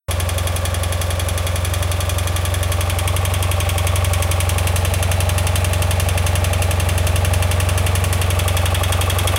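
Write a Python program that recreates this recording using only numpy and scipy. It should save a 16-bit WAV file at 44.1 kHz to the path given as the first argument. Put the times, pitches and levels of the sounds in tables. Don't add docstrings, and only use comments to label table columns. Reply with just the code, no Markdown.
import sys
import numpy as np
from scipy import signal
from scipy.fft import rfft, irfft, next_fast_len
from scipy.io import wavfile

SR = 44100
rng = np.random.default_rng(int(sys.argv[2]) if len(sys.argv) > 2 else 0)


def transcribe(u):
    v = np.clip(np.atleast_2d(u).T, -1, 1)
    q = np.round(v * 32767).astype(np.int16)
    wavfile.write(sys.argv[1], SR, q)


N = 413658
TIME = np.arange(N) / SR
AGE = np.arange(SR // 4) / SR
FFT_SIZE = next_fast_len(N + SR // 2, True)
HZ = np.fft.rfftfreq(FFT_SIZE, 1 / SR)

# t/s, position (0 above, 1 beside, 2 below, 3 in front)
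MIC_PATH = [(0, 0), (2.6, 0), (3.05, 1), (4.35, 1), (4.7, 2), (8.15, 2), (8.8, 3), (9.38, 3)]


def loose_tappet(head_db, click_db):
    # f/Hz, relative level/dB
    crack_spectrum = [(3000, -15.5), (7000, -12.5), (8500, 2), (12000, -0.5), (13500, -11), (15800, -6.5)]
    click_spectrum = [(1500, -30), (3800, -6), (6000, -1.5), (7600, -4.5), (8800, -1.5), (11000, -2),
                      (12200, -8), (13000, -5.5), (15800, -11.5)]
    head_spectrum = [(150, -35), (500, -22.5), (1250, 1.5), (1700, 4.5), (2100, 7.5), (2800, 4.5),
                     (3500, 9), (3900, -15.5), (6000, -23)]
    times = crank_times(0)
    db = np.interp(times, TIME, click_db) + 0.5 * rng.standard_normal(len(times))
    crack = blows(times, db + 6, attack=0.0005, t60=0.025, alike=0.94, scatter_db=0)
    click = blows(times, db + 3.5, attack=0.0021, t60=0.035, alike=0.8, scatter_db=-1.2)
    room = blows(times, db - 6.5, attack=0.00068, t60=0.2, alike=0.86, scatter_db=-1)
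    head = blows(times, 0, attack=0.0014, t60=0.054, alike=0.53, scatter_db=1)
    head += blows(times, -4.5, attack=0.011, t60=0.24, alike=0.97, scatter_db=1.5)
    head = amp(head_db - 8.5) * unit(ring(head, shape(head_spectrum)))
    return ring(crack, shape(crack_spectrum)) + ring(click + room, shape(click_spectrum)) + head


def rocker_cover():
    # f/Hz, swell/s, peak level/dB from above, beside, below, in front
    cover_modes = [(1768.1, 0.0012, -25.5, -28.5, -23.0, -23.0),
                   (2157.3, 0.0066, -37.5, -36.5, -35.5, -32.5),
                   (2203.6, 0.006, -36.5, -33.0, -36.5, -34.0),
                   (2268.8, 0.0025, -29.0, -23.0, -29.5, -33.0),
                   (2429.9, 0.0068, -34.5, -34.0, -35.5, -32.5),
                   (2651.0, 0.0024, -50.0, -26.0, -23.0, -24.5),
                   (2775.3, 0.0032, -33.5, -29.5, -29.0, -31.5),
                   (2816.1, 0.008, -39.5, -36.0, -34.0, -32.0),
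                   (3143.0, 0.0045, -34.0, -27.0, -26.5, -26.0),
                   (3347.3, 0.0046, -26.0, -27.0, -48.0, -20.5),
                   (3438.8, 0.008, -42.5, -35.5, -36.0, -50.0),
                   (3505.5, 0.0022, -29.5, -45.5, -30.0, -50.0),
                   (3586.4, 0.008, -44.0, -43.0, -36.0, -50.0), (3673.6, 0.007, -38.5, -36.5, -48.5, -29.0)]
    rocker_modes = [(4444, 0.0047, -37, -47.5, -37.5, -40), (6350, 0.0037, -38, -35, -37, -35.5),
                    (8320, 0.0019, -48, -33, -33, -29), (8680, 0.0028, -34, -34.5, -45, -36),
                    (9760, 0.0033, -31.5, -32, -43, -31), (10040, 0.0032, -37, -37, -29, -37),
                    (10540, 0.0032, -46, -32, -38, -40), (11100, 0.0033, -31, -33, -35, -38),
                    (11790, 0.002, -46, -30, -37, -28)]
    times = crank_times(0) + 0.0005
    ping = sum(struck(times, hz, swell, mic_db, steep=0.88, scatter_db=1.06, detune=0.0015)
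               for hz, swell, *mic_db in cover_modes)
    chink = sum(struck(times, hz, swell, mic_db, steep=0.49, scatter_db=2.5, detune=0.001)
                for hz, swell, *mic_db in rocker_modes)
    return ping + chink


def exhaust(exhaust_db):
    # multiple of the cycle rate, relative level/dB
    harmonics = [(4, -16.5), (6, -3.5), (8, 2.5), (10, -11.5), (12, -26)]
    phase = cycles() + 0.1156
    boom = -sum(amp(db) * np.cos(2 * np.pi * order * phase) for order, db in harmonics)
    burns = crank_times(0.17)
    burn_db = np.interp(TIME, burns, 0.43 * rng.standard_normal(len(burns)))
    return amp(exhaust_db + burn_db) * unit(boom)


def putter():
    # share of cycle after the tick, f/Hz, swell/s, peak level/dB at the four microphone positions
    puffs = [(0.2174, 146.2, 0.0093, -26.5, -26, -23.5, -25), (0.267, 153, 0.0074, -26, -49.5, -58, -37),
             (0.3793, 210, 0.011, -35, -32, -29.5, -30.5), (0.6673, 182.3, 0.015, -30, -37, -31, -34),
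             (0.867, 141.3, 0.008, -27, -22, -18.5, -21.5), (0.9206, 148.5, 0.0058, -24, -27, -21, -29.0)]
    return sum(struck(crank_times(share), hz, swell, mic_db, steep=2.6, scatter_db=0.5, detune=0.0057)
               for share, hz, swell, *mic_db in puffs)


def crankcase():
    # share of cycle after the tick, f/Hz, swell/s, peak level/dB at the four microphone positions
    knocks = [(0.0048, 340, 0.0044, -31, -29, -29.5, -31), (0.0306, 845, 0.009, -41, -40, -34.5, -30),
              (0.0733, 607, 0.0026, -23.5, -26, -21.5, -32), (0.1126, 956, 0.0038, -49, -27, -38, -27),
              (0.184, 1150, 0.0043, -31, -31, -35.5, -36), (0.25, 726.3, 0.0044, -29, -36.0, -35, -36),
              (0.2802, 599, 0.0065, -33, -23.5, -26.5, -23.5),
              (0.2824, 394, 0.0039, -27.5, -30, -32.5, -26.5), (0.4015, 781, 0.016, -43, -29.5, -48, -34),
              (0.4397, 1162, 0.0041, -45, -32.5, -44, -38), (0.5637, 603, 0.0093, -27, -29.5, -35, -31),
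              (0.639, 828, 0.0077, -38, -30, -27.5, -26), (0.6386, 525, 0.0057, -27.5, -36.5, -59, -33),
              (0.67, 562.6, 0.0084, -48, -22.5, -28, -21), (0.7161, 495.8, 0.0049, -42, -26, -28.5, -34.0),
              (0.7264, 642, 0.0024, -58, -21, -21, -25), (0.7368, 1135, 0.0043, -32, -22.5, -32.5, -19),
              (0.8424, 547.5, 0.0022, -22, -19, -21.5, -14.5),
              (0.8517, 618, 0.0068, -27.5, -28.5, -27.5, -38), (0.8564, 811, 0.0066, -32, -35, -31.5, -45),
              (0.8844, 1075, 0.0069, -28.5, -38, -32, -45), (0.955, 1172, 0.0032, -27.5, -33.5, -25, -28)]
    return sum(struck(crank_times(share), hz, swell, mic_db, steep=2.56, scatter_db=0.43, detune=0.0021)
               for share, hz, swell, *mic_db in knocks)


def gear_whirr(gears_db):
    # f/Hz, relative level/dB
    spectrum = [(20, -47), (60, -11), (200, -1), (265, 2.5), (330, 8.5), (450, 5.5), (600, 7), (800, 5.5),
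                (1200, 4), (1600, 1), (2500, -3), (3400, -8), (4500, -15), (9000, -26), (15000, -35)]
    times = crank_times(0)
    cycle_s = np.mean(np.diff(times))
    swell = np.sin(np.pi * np.minimum(AGE / (2 * cycle_s), 1))
    mesh = place(times, swell * dense_modes(len(times), alike=0.78))
    return amp(gears_db - 4) * ring(mesh, shape(spectrum))


def far_tappets(head_db):
    # f/Hz, relative level/dB
    spectrum = [(500, 3.5), (1800, 12), (2700, 16), (3500, 12.5), (4000, 5), (7500, -1), (9800, 9.5),
                (11200, 5), (13000, 1.5), (15800, 0)]
    wash = blows(crank_times(0.515), 0, attack=0.0034, t60=0.12, alike=0.95, scatter_db=-1)
    wash += blows(crank_times(0.75), -1.5, attack=0.0011, t60=0.024, alike=0.55, scatter_db=3)
    return amp(head_db - 12) * unit(ring(wash, shape(spectrum)))


def room_tone():
    # f/Hz, relative level/dB
    spectrum = [(20, -8), (45, 13.5), (100, 10.5), (300, -8), (1500, -1.5), (3400, -5), (4000, -6),
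                (7500, -10.5), (10000, -11.5), (13000, -22), (15800, -38)]
    return amp(-34) * ring(rng.standard_normal(N), shape(spectrum))


def radiate(metal):
    # f/Hz, width/Hz, lift/dB
    above = [(562, 29, 9), (610, 23, 6.5), (710, 19, 5), (1172, 31, 11), (1690, 42, 5.5), (2390, 110, 4),
             (3380, 61, 4), (3560, 130, 4.5), (5090, 66, 6), (5980, 120, 7), (7120, 110, 8),
             (8700, 160, -1), (9900, 290, 4), (11100, 500, 4.5), (14900, 900, 4.5)]
    beside = [(575, 28, 4.1), (773, 23, 6.3), (1120, 71, 9.4), (2170, 70, 3.4), (2450, 270, 3.9),
              (3370, 300, 3), (4040, 40, 4.5), (8900, 560, 3), (11900, 310, 3), (15000, 200, 5)]
    below = [(475, 24.6, 8), (607, 47, 8.5), (690, 44, 3.6), (841, 30, 6.3), (1130, 74, 5.1),
             (1880, 57, 2.8), (2390, 260, 4.1), (2740, 80, 3.8), (3160, 31, 2.7), (3960, 13, 13.5),
             (6160, 61, 2.6), (8560, 280, 2.7), (10100, 95, 4.7), (10800, 630, 2), (14100, 120, 4.6),
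             (15000, 96, 4)]
    front = [(600, 55, 5.7), (773, 31, 5), (1187, 29, 7), (2600, 68, 8.1), (3380, 60, 2.5), (3760, 39, 2.8),
             (6600, 82, 3.3), (12100, 71, 4), (14100, 140, 5)]
    position, = curves(MIC_PATH)
    heard = np.zeros(N)
    for k, modes in enumerate([above, beside, below, front]):
        power = 1 + sum((amp(db) ** 2 - 1) / (1 + (2 * (HZ - hz) / width) ** 2) for hz, width, db in modes)
        crossfade = np.maximum(1 - abs(position - k), 0)
        heard += crossfade * ring(metal, np.sqrt(abs(power)))
    return heard


def cycles(first_tick_s=0.1086):
    # t/s, crank speed/rpm
    idle = [(0.0, 1326.1), (1.55, 1326.0), (1.7, 1345.4), (2.4, 1340.3), (2.55, 1351.5), (3.0, 1338.1),
            (3.2, 1382.8), (3.75, 1343.4), (4.0, 1367.1), (4.2, 1335.5), (5.6, 1365.5), (6.3, 1342.8),
            (6.45, 1355.0), (7.1, 1329.4), (7.2, 1352.6), (8.05, 1371.4), (8.8, 1349.2), (9.4, 1391.4)]
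    rpm, = curves(idle)
    run = np.cumsum(rpm / 60 / 2) / SR
    return run - np.interp(first_tick_s, TIME, run)


def crank_times(share):
    run = cycles()
    marks = np.arange(-1, run[-1]) + share
    return np.interp(marks[marks < run[-1]], run, TIME)


def struck(times, hz, swell, mic_db, steep, scatter_db, detune):
    size, pitch = rng.standard_normal((len(times), 2)).T
    position = np.interp(times, *np.transpose(MIC_PATH))
    power = np.interp(position, np.arange(len(mic_db)), amp(mic_db) ** 2)
    gain = np.sqrt(power) * amp(scatter_db * size)
    age = AGE[:SR // 10]
    envelope = (age / swell * np.exp(1 - age / swell)) ** steep
    tones = np.sin(2 * np.pi * hz * (1 + detune * pitch[:, None]) * age)
    return place(times, gain[:, None] * envelope * tones)


def blows(times, db, attack, t60, alike, scatter_db):
    sizes = amp(db + scatter_db * rng.standard_normal(len(times)))
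    envelope = (1 - np.exp(-AGE / attack)) * amp(-60 * AGE / t60)
    return place(times, sizes[:, None] * envelope * dense_modes(len(times), alike))


def dense_modes(count, alike, hold=0.985):
    steps, fresh = rng.standard_normal((2, count, len(AGE)))
    steps[1:] *= np.sqrt(1 - hold ** 2)
    pattern = signal.lfilter([1], [1, -hold], steps, axis=0)
    return np.sqrt(alike) * pattern + np.sqrt(1 - alike) * fresh


def place(times, sounds):
    index = np.round(times * SR).astype(int)[:, None] + np.arange(sounds.shape[1])
    inside = (index >= 0) & (index < N)
    return np.bincount(index[inside], sounds[inside], N)


def ring(x, gain):
    cepstrum = irfft(np.log(np.maximum(gain, 1e-6)), FFT_SIZE)
    cepstrum[1:FFT_SIZE // 2] *= 2
    cepstrum[FFT_SIZE // 2 + 1:] = 0
    return irfft(rfft(x, FFT_SIZE) * np.exp(rfft(cepstrum)), FFT_SIZE)[:N]


def shape(points):
    hz, db = np.transpose(points)
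    return unit(amp(np.interp(np.log(HZ + 1), np.log(hz), db)))


def curves(rows):
    times, *columns = np.transpose(rows)
    return [np.interp(TIME, times, column) for column in columns]


def amp(db):
    return 10 ** (np.asarray(db) / 20)


def unit(x):
    return x / np.sqrt(np.mean(x ** 2) + 1e-20)


def scene():
    # t/s, relative level/dB of exhaust, gears, cylinder head, tappet click
    approach = [(0.2, -20, -30, -31, -25.5), (1.4, -20.5, -30.5, -30.5, -25.5),
                (2.6, -19, -29, -29.5, -24.5), (3.6, -18, -29.5, -27.5, -23), (4.5, -18, -28.5, -27.5, -21),
                (7.3, -17, -27, -28.5, -23), (8.15, -17.5, -27.5, -27.5, -22),
                (8.7, -18, -27.5, -24.5, -21.5), (9.3, -18, -25.5, -24.5, -21)]
    exhaust_db, gears_db, head_db, click_db = curves(approach)
    metal = radiate(loose_tappet(head_db, click_db) + far_tappets(head_db) + gear_whirr(gears_db))
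    gas = exhaust(exhaust_db) + putter()
    return (metal + rocker_cover() + crankcase() + gas + room_tone())[None]


def record(dry):
    open_s, top_hz = 0.084, 15900
    spectrum = rfft(dry * (TIME > open_s), FFT_SIZE)
    return irfft(spectrum * (HZ < top_hz), FFT_SIZE)[:, :N]


dry = scene()
out = record(dry)
transcribe(out)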